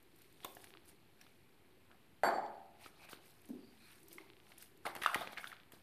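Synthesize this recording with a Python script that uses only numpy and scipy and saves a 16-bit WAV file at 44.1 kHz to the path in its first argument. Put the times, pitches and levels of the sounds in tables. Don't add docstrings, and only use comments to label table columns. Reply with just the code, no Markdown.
import sys
import numpy as np
from scipy import signal
from scipy.fft import rfft, irfft
from scipy.io import wavfile
from scipy.ndimage import uniform_filter1d

SR = 44100
rng = np.random.default_rng(int(sys.argv[2]) if len(sys.argv) > 2 else 0)


def store_pcm(level_fs):
    pcm = np.round(np.clip(level_fs, -1, 1) * 32767).astype(np.int16)
    wavfile.write(sys.argv[1], SR, np.atleast_2d(pcm).T)


def volts_from_db(level):
    exponent = np.asarray(level, float) / 20
    return 10 ** exponent


N = 256662
TIME = np.arange(N) / SR


def unit(x):
    return x / np.sqrt(np.mean(x ** 2))


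def band(x, lo_hz, hi_hz):
    return signal.sosfilt(signal.butter(2, [lo_hz, hi_hz], "band", fs=SR, output="sos"), x)


def on_log_hz(table, hz):
    f, v = np.transpose(table)
    return np.interp(np.log(np.maximum(hz, 1)), np.log(f), v)


def colour(x, table):
    spectrum = volts_from_db(on_log_hz(table, np.fft.rfftfreq(4096, 1 / SR)))
    cepstrum = irfft(np.log(spectrum))
    cepstrum[1:2048] *= 2
    cepstrum[2049:] = 0
    h = irfft(np.exp(rfft(cepstrum)))[:2048]
    return signal.fftconvolve(x, h / np.linalg.norm(h))[:len(x)]


def fade(t, t60):
    return np.exp(-np.log(1000) * t / t60)


def onset(t, rise_s):
    return np.minimum(t / rise_s, 1)


def add(track, s, sound):
    i = int(s * SR)
    track[i:i + len(sound)] += sound[:N - i]


def walk(rate):
    k = int(SR / rate)
    return uniform_filter1d(np.repeat(rng.standard_normal(N // k + 1), k), k)[:N]


def swells(rows, rest_db):
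    power = volts_from_db(rest_db) ** 2
    for s, db, rise, fall in rows:
        before = (s - TIME) / max(rise, .005)
        after = (TIME - s) / max(fall, .005)
        power = power + volts_from_db(db - 20 * np.maximum(before, after)) ** 2
    return np.sqrt(power)


def blip(t, hz, cycles):
    u = t * hz / cycles
    return (u * np.exp(1 - u)) ** 2 * np.sin(2 * np.pi * hz * t)


def burst(t, hz, cycles, rise=0.24):
    u = t * hz
    shape = (1 - np.exp(-u / rise)) ** 2 * np.exp(-u / (1.8 * cycles))
    return shape / shape.max() * np.sin(2 * np.pi * u)


def crackle(rate, lo_hz, hi_hz, cycles, spread_db):
    out, t = np.zeros(N), TIME[:256]
    for when, pitch, size in rng.random((int(rate * N / SR), 3)):
        hz = lo_hz * (hi_hz / lo_hz) ** pitch
        level = volts_from_db(-spread_db * np.log(size + 0.043))
        add(out, when * N / SR, level * blip(t, hz, cycles))
    return unit(out)


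# start in seconds, peak level in dB, cavity pitch in Hz, ring in cycles.
CLEAN_POPS = [(.432, -50, 3400, 1.1), (.435, -50, 3460, 1.4), (.4468, -41, 3550, 5.2),
              (.447, -35, 1080, 0.6), (.447, -46, 2440, 3.9), (.4498, -36.5, 1030, 0.63),
              (.4565, -46, 530, 0.78), (.568, -46, 730, 0.81), (.568, -48, 1710, 1.6),
              (.75, -50.5, 1240, 0.89), (4.182, -42, 2120, 3.9), (4.183, -48.5, 1130, 1.5),
              (4.865, -31.5, 2100, 1.7), (4.866, -31, 650, 0.28), (4.873, -34, 785, 1.4),
              (4.9515, -37, 1900, .5), (4.968, -49, 700, 1.5), (5.019, -44, 3760, 2.2),
              (5.021, -30, 1910, 0.8), (5.0235, -32, 1800, 0.86), (5.0345, -32, 3230, 1.2),
              (5.039, -32, 1270, 1.4), (5.0605, -15, 1250, 1.3), (5.0606, -34.5, 2870, 2.1),
              (5.072, -30, 1440, 3.5), (5.079, -33, 1190, 2), (5.089, -33, 1360, 2.5),
              (5.097, -35, 1130, 2.5), (5.113, -44, 1300, 1.5), (5.13, -36, 1300, 2.1),
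              (5.136, -39, 1330, 2.3), (5.148, -33, 1310, 2), (5.17, -49, 810, 0.87),
              (5.21, -40.5, 698, 1.7), (5.216, -41.5, 740, 1.1), (5.273, -38, 2310, 1.2),
              (5.332, -50, 3620, 2), (5.372, -36, 1870, 1.7), (5.375, -34, 2300, 1.1),
              (5.384, -38, 2180, 1.2), (5.395, -57, 3960, 2), (5.397, -45, 1700, 1.5),
              (5.408, -48, 2200, 1.8), (5.442, -31.5, 1510, 1), (5.454, -44, 1380, 2),
              (5.463, -47, 1600, 1.5), (5.472, -38, 3520, 2.2), (5.517, -41, 1860, 1.4),
              (5.527, -41, 1370, 1.6)]
# start in seconds, peak level in dB, cavity pitch in Hz, ring in cycles.
AFTER_POPS = [
    (.464, -51, 700, 1.1),
    (.476, -53, 700, 2),
    (.497, -55, 800, 1.1),
    (4.183, -51.5, 3060, 2.4),
    (4.882, -44, 800, 1),
    (4.897, -48, 900, 1.3),
    (5.177, -51, 1300, 1.7),
    (5.19, -48, 1350, 2),
]
# start in seconds, peak level in dB, cavity pitch in Hz, ring in cycles.
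SMACKS = [(.6415, -46.5, 1900, 0.81), (1.212, -52, 2452, 0.22), (1.265, -53.5, 1290, 0.3),
          (1.913, -55.5, 1440, 0.99), (2.86, -45.5, 1294, 2.6), (2.971, -65, 3950, 1.1),
          (3.089, -46, 2400, 0.5), (3.13, -41.5, 1310, 0.49), (3.446, -57, 2430, .6), (4.116, -54, 3120, 1),
          (4.519, -47, 2070, 0.47), (4.576, -55, 2800, 1.1), (4.605, -54.5, 3380, 2),
          (4.625, -52.5, 2200, 0.55), (4.853, -41.5, 1280, 3.9), (4.86, -39, 890, 0.95),
          (4.951, -47, 776, 0.8), (4.962, -37, 700, 0.22), (5.017, -35, 1860, 0.32),
          (5.035, -33.5, 1870, 3.1), (5.046, -33, 1860, 1.1), (5.144, -23.5, 1896, 2.9),
          (5.158, -34, 810, 1), (5.218, -39, 1310, 1.6), (5.272, -39, 830, 0.27), (5.33, -46, 1310, .45),
          (5.365, -50, 1830, 2), (5.382, -37, 1650, 1), (5.432, -45.5, 1300, 1.1),
          (5.72, -50.5, 1430, 0.25)]


def pops():
    out, t = np.zeros(N), TIME[:3000]
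    for rows, grit_db in ((CLEAN_POPS, -13), (AFTER_POPS, -20), (SMACKS, -4.5)):
        noises = rng.standard_normal((len(rows), len(t)))
        for (s, db, hz, cycles), noise in zip(rows, noises):
            grit = unit(band(noise, 1370, 3370)) * onset(t, 0.0013) * fade(t, 0.024)
            cavity = burst(t, hz, np.clip(cycles, .3, 6))
            add(out, s + 0.0005, volts_from_db(db + 0.5) * (cavity + volts_from_db(grit_db) * grit))
    return out


# start in seconds, peak level in dB.
THUMPS = [(.447, -40.5), (.568, -53), (0.751, -60), (1.21, -60), (1.914, -60), (2.862, -46), (3.093, -53.5),
          (3.132, -40.5), (4.114, -52), (4.855, -39.5), (4.875, -58), (4.963, -40), (5.018, -44),
          (5.158, -30.5), (5.211, -41), (5.273, -43.5), (5.331, -48), (5.735, -47.5)]


def dish():
    out, t = np.zeros(N), TIME[:3000]
    for s, db in THUMPS:
        add(out, s, volts_from_db(db) * blip(t, 345, 0.34))
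    return out


# time of the peak in seconds, peak level in dB, rise in seconds, fall in
# seconds, squelch of a deep press in dB over that level.
PRESSES = [(.21, -70, 0.069, 0.38, -15), (.45, -56.5, 0.056, 0.079, -1.5), (.63, -68, 0.44, .4, 0.5),
           (.89, -67, 0.092, .09, -4.5), (1.22, -66, 0.058, 0.17, -5), (1.92, -77, .05, 0.081, 13.5),
           (2.85, -58.5, 0.1, 0.093, -0.5), (3.049, -60.5, 0.17, 0.039, 1),
           (3.12, -54.5, 0.059, 0.078, 1.5), (3.27, -68, 0.44, 0.33, -2), (3.5, -71, 0.083, 0.34, 3.5),
           (3.93, -65.5, 0.56, 0.2, -6), (4.13, -64, .1, 0.079, -2), (4.2, -62, 0.039, 0.18, -1),
           (4.51, -66.5, 0.14, 0.13, 1), (4.62, -62, 0.055, 0.12, -5.5), (4.858, -47.5, 0.0079, 0.093, 7),
           (4.96, -56, 0.014, 0.05, 9.5), (5.03, -58.5, 0.068, .4, 8.5), (5.151, -44.5, 0.024, 0.03, 8.5),
           (5.22, -52, 0.18, 0.11, 5), (5.33, -57.5, 0.22, 0.034, 2), (5.38, -51, 0.011, 0.043, 2.5),
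           (5.5, -61.5, 0.21, 0.14, 1), (5.739, -64, 0.031, 0.086, 3.5)]
# frequency in Hz, density in dB per Hz.
MIXTURE_COLOUR = [(290, -71), (500, -25.5), (735, -13.5), (1070, -13.5), (1690, -7), (1830, -9), (2230, -8),
                  (3120, -10.5), (4260, -7), (6000, -22), (7800, -60), (13200, -120)]


def mixture():
    grains = crackle(1200, 535, 6500, 1.13, 2.4) + 0.5 * rng.standard_normal(N)
    tearing = colour(grains, MIXTURE_COLOUR)
    fizz = swells([row[:-1] for row in PRESSES], rest_db=-75.5)
    squelch = swells([(s, db + deep, rise, fall) for s, db, rise, fall, deep in PRESSES], rest_db=-77)
    return fizz * unit(band(tearing, 1336, 8900)) + squelch * unit(band(tearing, 226, 1700))


# start in seconds, end in seconds, pitch in Hz, width in Hz, level in dB.
SLIDES = [
    (2.797, 2.892, 2315, 920, -64.5),
    (3.815, 4.016, 1520, 900, -71.5),
    (2.988, 3.115, 2420, 500, -65),
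    (3.57, 3.74, 4650, 300, -75.5),
    (3.774, 3.974, 2430, 241, -72),
    (3.786, 3.91, 4150, 600, -72),
    (5.047, 5.125, 2750, 250, -53),
    (5.155, 5.203, 3500, 350, -56),
    (5.205, 5.229, 3400, 700, -52.5),
    (5.38, 5.433, 2210, 300, -62),
]


def slides():
    out = np.zeros(N)
    for start, end, hz, width_hz, db in SLIDES:
        stroke = np.clip((TIME - start) / (end - start), 0, 1)
        swell = np.sqrt(np.clip(np.sin(np.pi * stroke), 0, 1))
        edge = band(rng.standard_normal(N), hz - width_hz / 2, hz + width_hz / 2)
        out += volts_from_db(db) * swell * unit(edge)
    return out


# time of the peak in seconds, peak level in dB, rise in seconds, fall in seconds.
TUGS = [(.21, -75.5, .2, 0.36), (.45, -68, 0.13, 0.31), (.63, -67.5, .3, 0.1), (.7, -70.5, .2, 0.045),
        (.89, -63, 0.042, 0.056), (1.22, -76.5, 0.11, 0.33), (2.82, -65, 0.033, 0.12),
        (2.87, -64, 0.073, 0.048), (3.049, -67, 0.13, 0.031), (3.122, -57, 0.044, 0.048),
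        (3.27, -69.5, 0.13, 0.23), (3.5, -72.5, 0.16, 0.16), (3.93, -68.5, 0.38, 0.32),
        (4.13, -63.5, 0.071, 0.15), (4.51, -70.5, 0.18, .1), (4.62, -60, 0.055, 0.086),
        (4.862, -58.5, .025, .1), (4.96, -66, 0.033, .3), (5.03, -57, 0.052, 0.29),
        (5.15, -57.5, 0.081, 0.088), (5.22, -61.5, .1, 0.064), (5.33, -63.5, 0.039, 0.042),
        (5.41, -62.5, 0.061, 0.12), (5.49, -64.5, 0.17, 0.076), (5.73, -68, 0.016, 0.14)]
# frequency in Hz, density in dB per Hz.
PAPER_COLOUR = [(2650, -61), (4500, -5), (7370, -7), (8970, 2), (11700, 2), (13200, -1), (14300, 6),
                (15000, -35)]


def paper():
    creasing = colour(crackle(2500, 4600, 14300, 5.0, 1.7) + 0.44 * rng.standard_normal(N), PAPER_COLOUR)
    return swells(TUGS, rest_db=-88) * unit(creasing)


# start in seconds, peak level in dB, centre in Hz.
SNAPS = [(.2184, -47.5, 13000), (.4458, -30, 13900), (.5498, -43, 12000), (.619, -50, 9700),
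         (.6424, -41.5, 10000), (.895, -51, 10200), (1.2125, -46.5, 5570), (2.2343, -39, 8400),
         (2.2345, -45, 6200), (3.096, -45, 9100), (3.455, -48.5, 11000), (3.4885, -48, 13500),
         (4.0018, -57, 13800), (4.0305, -49.5, 10200), (4.0826, -43, 13600), (4.1285, -39, 12900),
         (4.581, -38.5, 10900), (4.6242, -40, 13100), (4.855, -40.5, 10500), (4.8663, -36.5, 8850),
         (4.9512, -36.5, 12100), (4.964, -42, 10000), (5.021, -41, 10600), (5.034, -34, 10050),
         (5.0613, -33, 8300), (5.1445, -27.5, 9800), (5.2078, -41.5, 10400), (5.3238, -46, 13100),
         (5.378, -46, 8900), (5.477, -43, 10700), (5.7203, -44, 12700)]
SETTLES = [0.027, 0.16, .187, 0.3255, .522, .855, 3.051, 3.2574, 3.306, 3.4173, 3.916, 4.774]


def snaps():
    out, t = np.zeros(N), TIME[:800]
    creases = SNAPS + [(s, -52.5, 12100) for s in SETTLES]
    noises = rng.standard_normal((len(creases), len(t)))
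    for (s, db, hz), noise in zip(creases, noises):
        edge = 0.72 * unit(band(noise, 6800, 21800)) * onset(t, 0.0011) * fade(t, 0.024)
        add(out, s, volts_from_db(db - 5.5) * (blip(t, hz, 5.3) + edge))
    return out


# first step in seconds, list of the peak level of each step in dB.
LENS_RUNS = [
    (0.3706, [-49, -38, -38, -42, -45, -56, -54, -42, -42, -39, -38, -33, -33, -52]),
    (4.3008, [-34.5, -39.5, -40, -39.5, -47, -44, -52]),
    (5.5, [-41, -34, -36, -36.5, -40.5]),
]


def lens():
    out, t = np.zeros(N), TIME[:300]
    frame_s = 1 / 29.9
    click = np.sin(2 * np.pi * 2700 * t) * np.exp(-((t - .0005) / 0.00018) ** 2)
    for first, steps in LENS_RUNS:
        for k, db in enumerate(steps):
            add(out, first + k * frame_s, volts_from_db(db - 7.5) * click)
    return out


# start in seconds, peak level in dB, pitch in Hz, ring in cycles.
KNOCK = [(2.2342, -20.5, 674, 1.05), (2.236, -26, 870, 1.2), (2.2345, -21, 1520, 0.74),
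         (2.2455, -24.5, 730, 1), (2.246, -26, 1550, 1.5), (2.2865, -27, 790, 1.5),
         (2.2865, -32, 1700, 1.3), (2.314, -36, 1400, 1.3), (2.325, -27.5, 770, 2), (2.383, -27, 716, 1.3),
         (2.423, -36, 837, 2.5), (2.45, -35.5, 840, 1.8), (2.485, -47, 800, 1.5), (2.286, -52, 3540, 2.2),
         (2.463, -55, 3420, 2.2), (2.462, -60, 5600, 2.5)]
# frequency in Hz, level in dB.
KNOCK_COLOUR = [(70, -49), (120, -32), (240, -13), (400, -11), (600, -9), (780, -3), (1000, -8.5),
                (1400, -10.5), (1900, -15), (2700, -35), (4000, -34), (7000, -49), (12000, -53),
                (13500, -80)]


def knock():
    direct, push, t = np.zeros(N), np.zeros(N), TIME[:2000]
    for s, db, hz, cycles in KNOCK:
        add(direct, s, volts_from_db(db) * blip(t, hz, cycles))
    push[int(KNOCK[0][0] * SR)] = volts_from_db(3)
    return direct, colour(push, KNOCK_COLOUR)


# frequency in Hz, level in dB, t60 in seconds.
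CUPBOARD = [(354, -4, 0.77), (413, -7, 0.86), (490, -26, 1.2), (579, -8.5, 1), (580, -4.5, 0.81),
            (630, -10, 0.78), (666, 2, 0.76), (694, 2, 1), (772, 0, 1.0), (773, -3.5, 0.72), (837, 1, .95),
            (912, 1, 0.68), (1033, -8, 0.81), (1330, -21, 0.76)]


def cupboard():
    out, t = np.zeros(N), TIME[:SR]
    for (hz, db, t60), turn in zip(CUPBOARD, rng.random(len(CUPBOARD))):
        mode = np.sin(2 * np.pi * (hz * t + turn)) * fade(t, t60) * onset(t, 0.023)
        add(out, KNOCK[0][0], volts_from_db(db - 40) * mode)
    return out


# frequency in Hz, level in dB, t60 in seconds.
UTENSIL = [(4522, -3, 0.55), (7472, -8, 0.46), (8522, -14, 0.46), (9087, -23, 0.42), (9598, -24, 0.35),
           (10280, -18, 0.44), (11490, -9, 0.29), (11850, -14, 0.33)]


def utensil():
    out, t = np.zeros(N), TIME[:SR]
    for hz, db, t60 in UTENSIL:
        tone = np.sin(2 * np.pi * hz * t)
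        twin = .92 * (4522 / hz) ** 1.2 * np.sin(2 * np.pi * (hz + 10.5) * t - 2.47)
        rattle = .28 * unit(band(rng.standard_normal(SR), hz - 40, hz + 40))
        envelope = fade(t, t60 * (5000 / hz) ** 0.08) * onset(t, 0.00055)
        add(out, KNOCK[0][0], volts_from_db(db - 48.0 + 3 * hz / 8000) * (tone + twin + rattle) * envelope)
    return out


# start in seconds, peak
# level in dB, pitch in Hz.
THUD = [
    (3.488, -46.5, 270),
    (3.501, -37, 243.5),
    (3.53, -41, 278),
    (3.549, -43.5, 241),
    (3.584, -49.5, 261),
    (3.62, -54.5, 290),
    (3.684, -64, 253),
    (4.157, -53.5, 354),
]


def door():
    out, t = np.zeros(N), TIME[:6000]
    for s, db, hz in THUD:
        overtone = volts_from_db(-11.5) * blip(t, 2.04 * hz, 0.84)
        add(out, s, volts_from_db(db) * (blip(t, hz, 1.95) + overtone))
    return out


# frequency in Hz, t60 in seconds.
KITCHEN_T60 = [(150, 0.95), (300, 0.71), (500, 0.74), (800, 0.71), (1200, 0.59), (2000, 0.62), (4000, 0.61),
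               (10000, 0.46)]


def kitchen(x, lumpy_db=1.0):
    t = TIME[:SR]
    lumps = volts_from_db(lumpy_db * walk(270)[:SR])
    noise = rng.standard_normal(SR) * lumps * onset(t, 0.00037)
    tail = np.zeros(SR)
    for hz in 70 * 2 ** np.arange(0, 8, .5):
        tail += band(noise, hz / 2 ** .25, hz * 2 ** .25) * fade(t, on_log_hz(KITCHEN_T60, hz))
    return signal.fftconvolve(x, tail / np.linalg.norm(tail))[:N]


# frequency in Hz, density in dB per Hz.
AIR_COLOUR = [(12, -11), (20, 3), (33, -24), (49, -3.5), (80, 1.5), (249, -2), (286, -2.5), (540, -8.5),
              (603, -14.5), (674, -12), (1270, -15), (2550, -14), (5850, -30.5), (13400, -22), (15000, -57)]
# time of the peak in seconds, peak level in dB, rise in seconds, fall in
# seconds.
HUM = [
    (.1, -75.5, .6, 0.88),
    (.75, -66.5, 0.93, 0.57),
    (1.75, -69, 0.3, 0.25),
    (2.4, -62, 0.27, 0.35),
    (2.9, -75, 0.69, 0.71),
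    (3.56, -54.5, 0.16, 0.18),
    (4.22, -60, 0.4, 0.26),
    (4.99, -61.5, 0.57, 0.17),
    (5.25, -76, .3, .9),
]


def household():
    air = volts_from_db(-69 + 0.23 * walk(4.77)) * colour(rng.standard_normal(N), AIR_COLOUR)
    hum = unit(band(rng.standard_normal(N), 319.0, 404))
    return air + volts_from_db(-1.5) * swells(HUM, rest_db=-81) * hum


def scene():
    wet = band(pops() + dish(), 77, 16000)
    crisp, thud = snaps(), door()
    blow, push = knock()
    near = wet + crisp + lens() + paper() + mixture() + slides()
    far = blow + thud + utensil() + cupboard()
    to_room = volts_from_db(-16) * band(wet, 120, 1000) + volts_from_db(-9.0) * wet + volts_from_db(-12.5) * crisp + push + volts_from_db(-9.0) * thud
    return (near + far + kitchen(to_room, lumpy_db=0.5) + household())[None]


def top_cut(x):
    return signal.sosfilt(signal.butter(12, 15500, fs=SR, output="sos"), x)


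def record(dry):
    shelf = signal.ellip(8, .3, 30, 14300, fs=SR, output="sos")
    rumble = signal.butter(2, 45, "high", fs=SR, output="sos")
    mix = signal.sosfilt(np.vstack([shelf, rumble]), dry) - .0004
    return top_cut(mix)


dry = scene()
out = record(dry)
store_pcm(out)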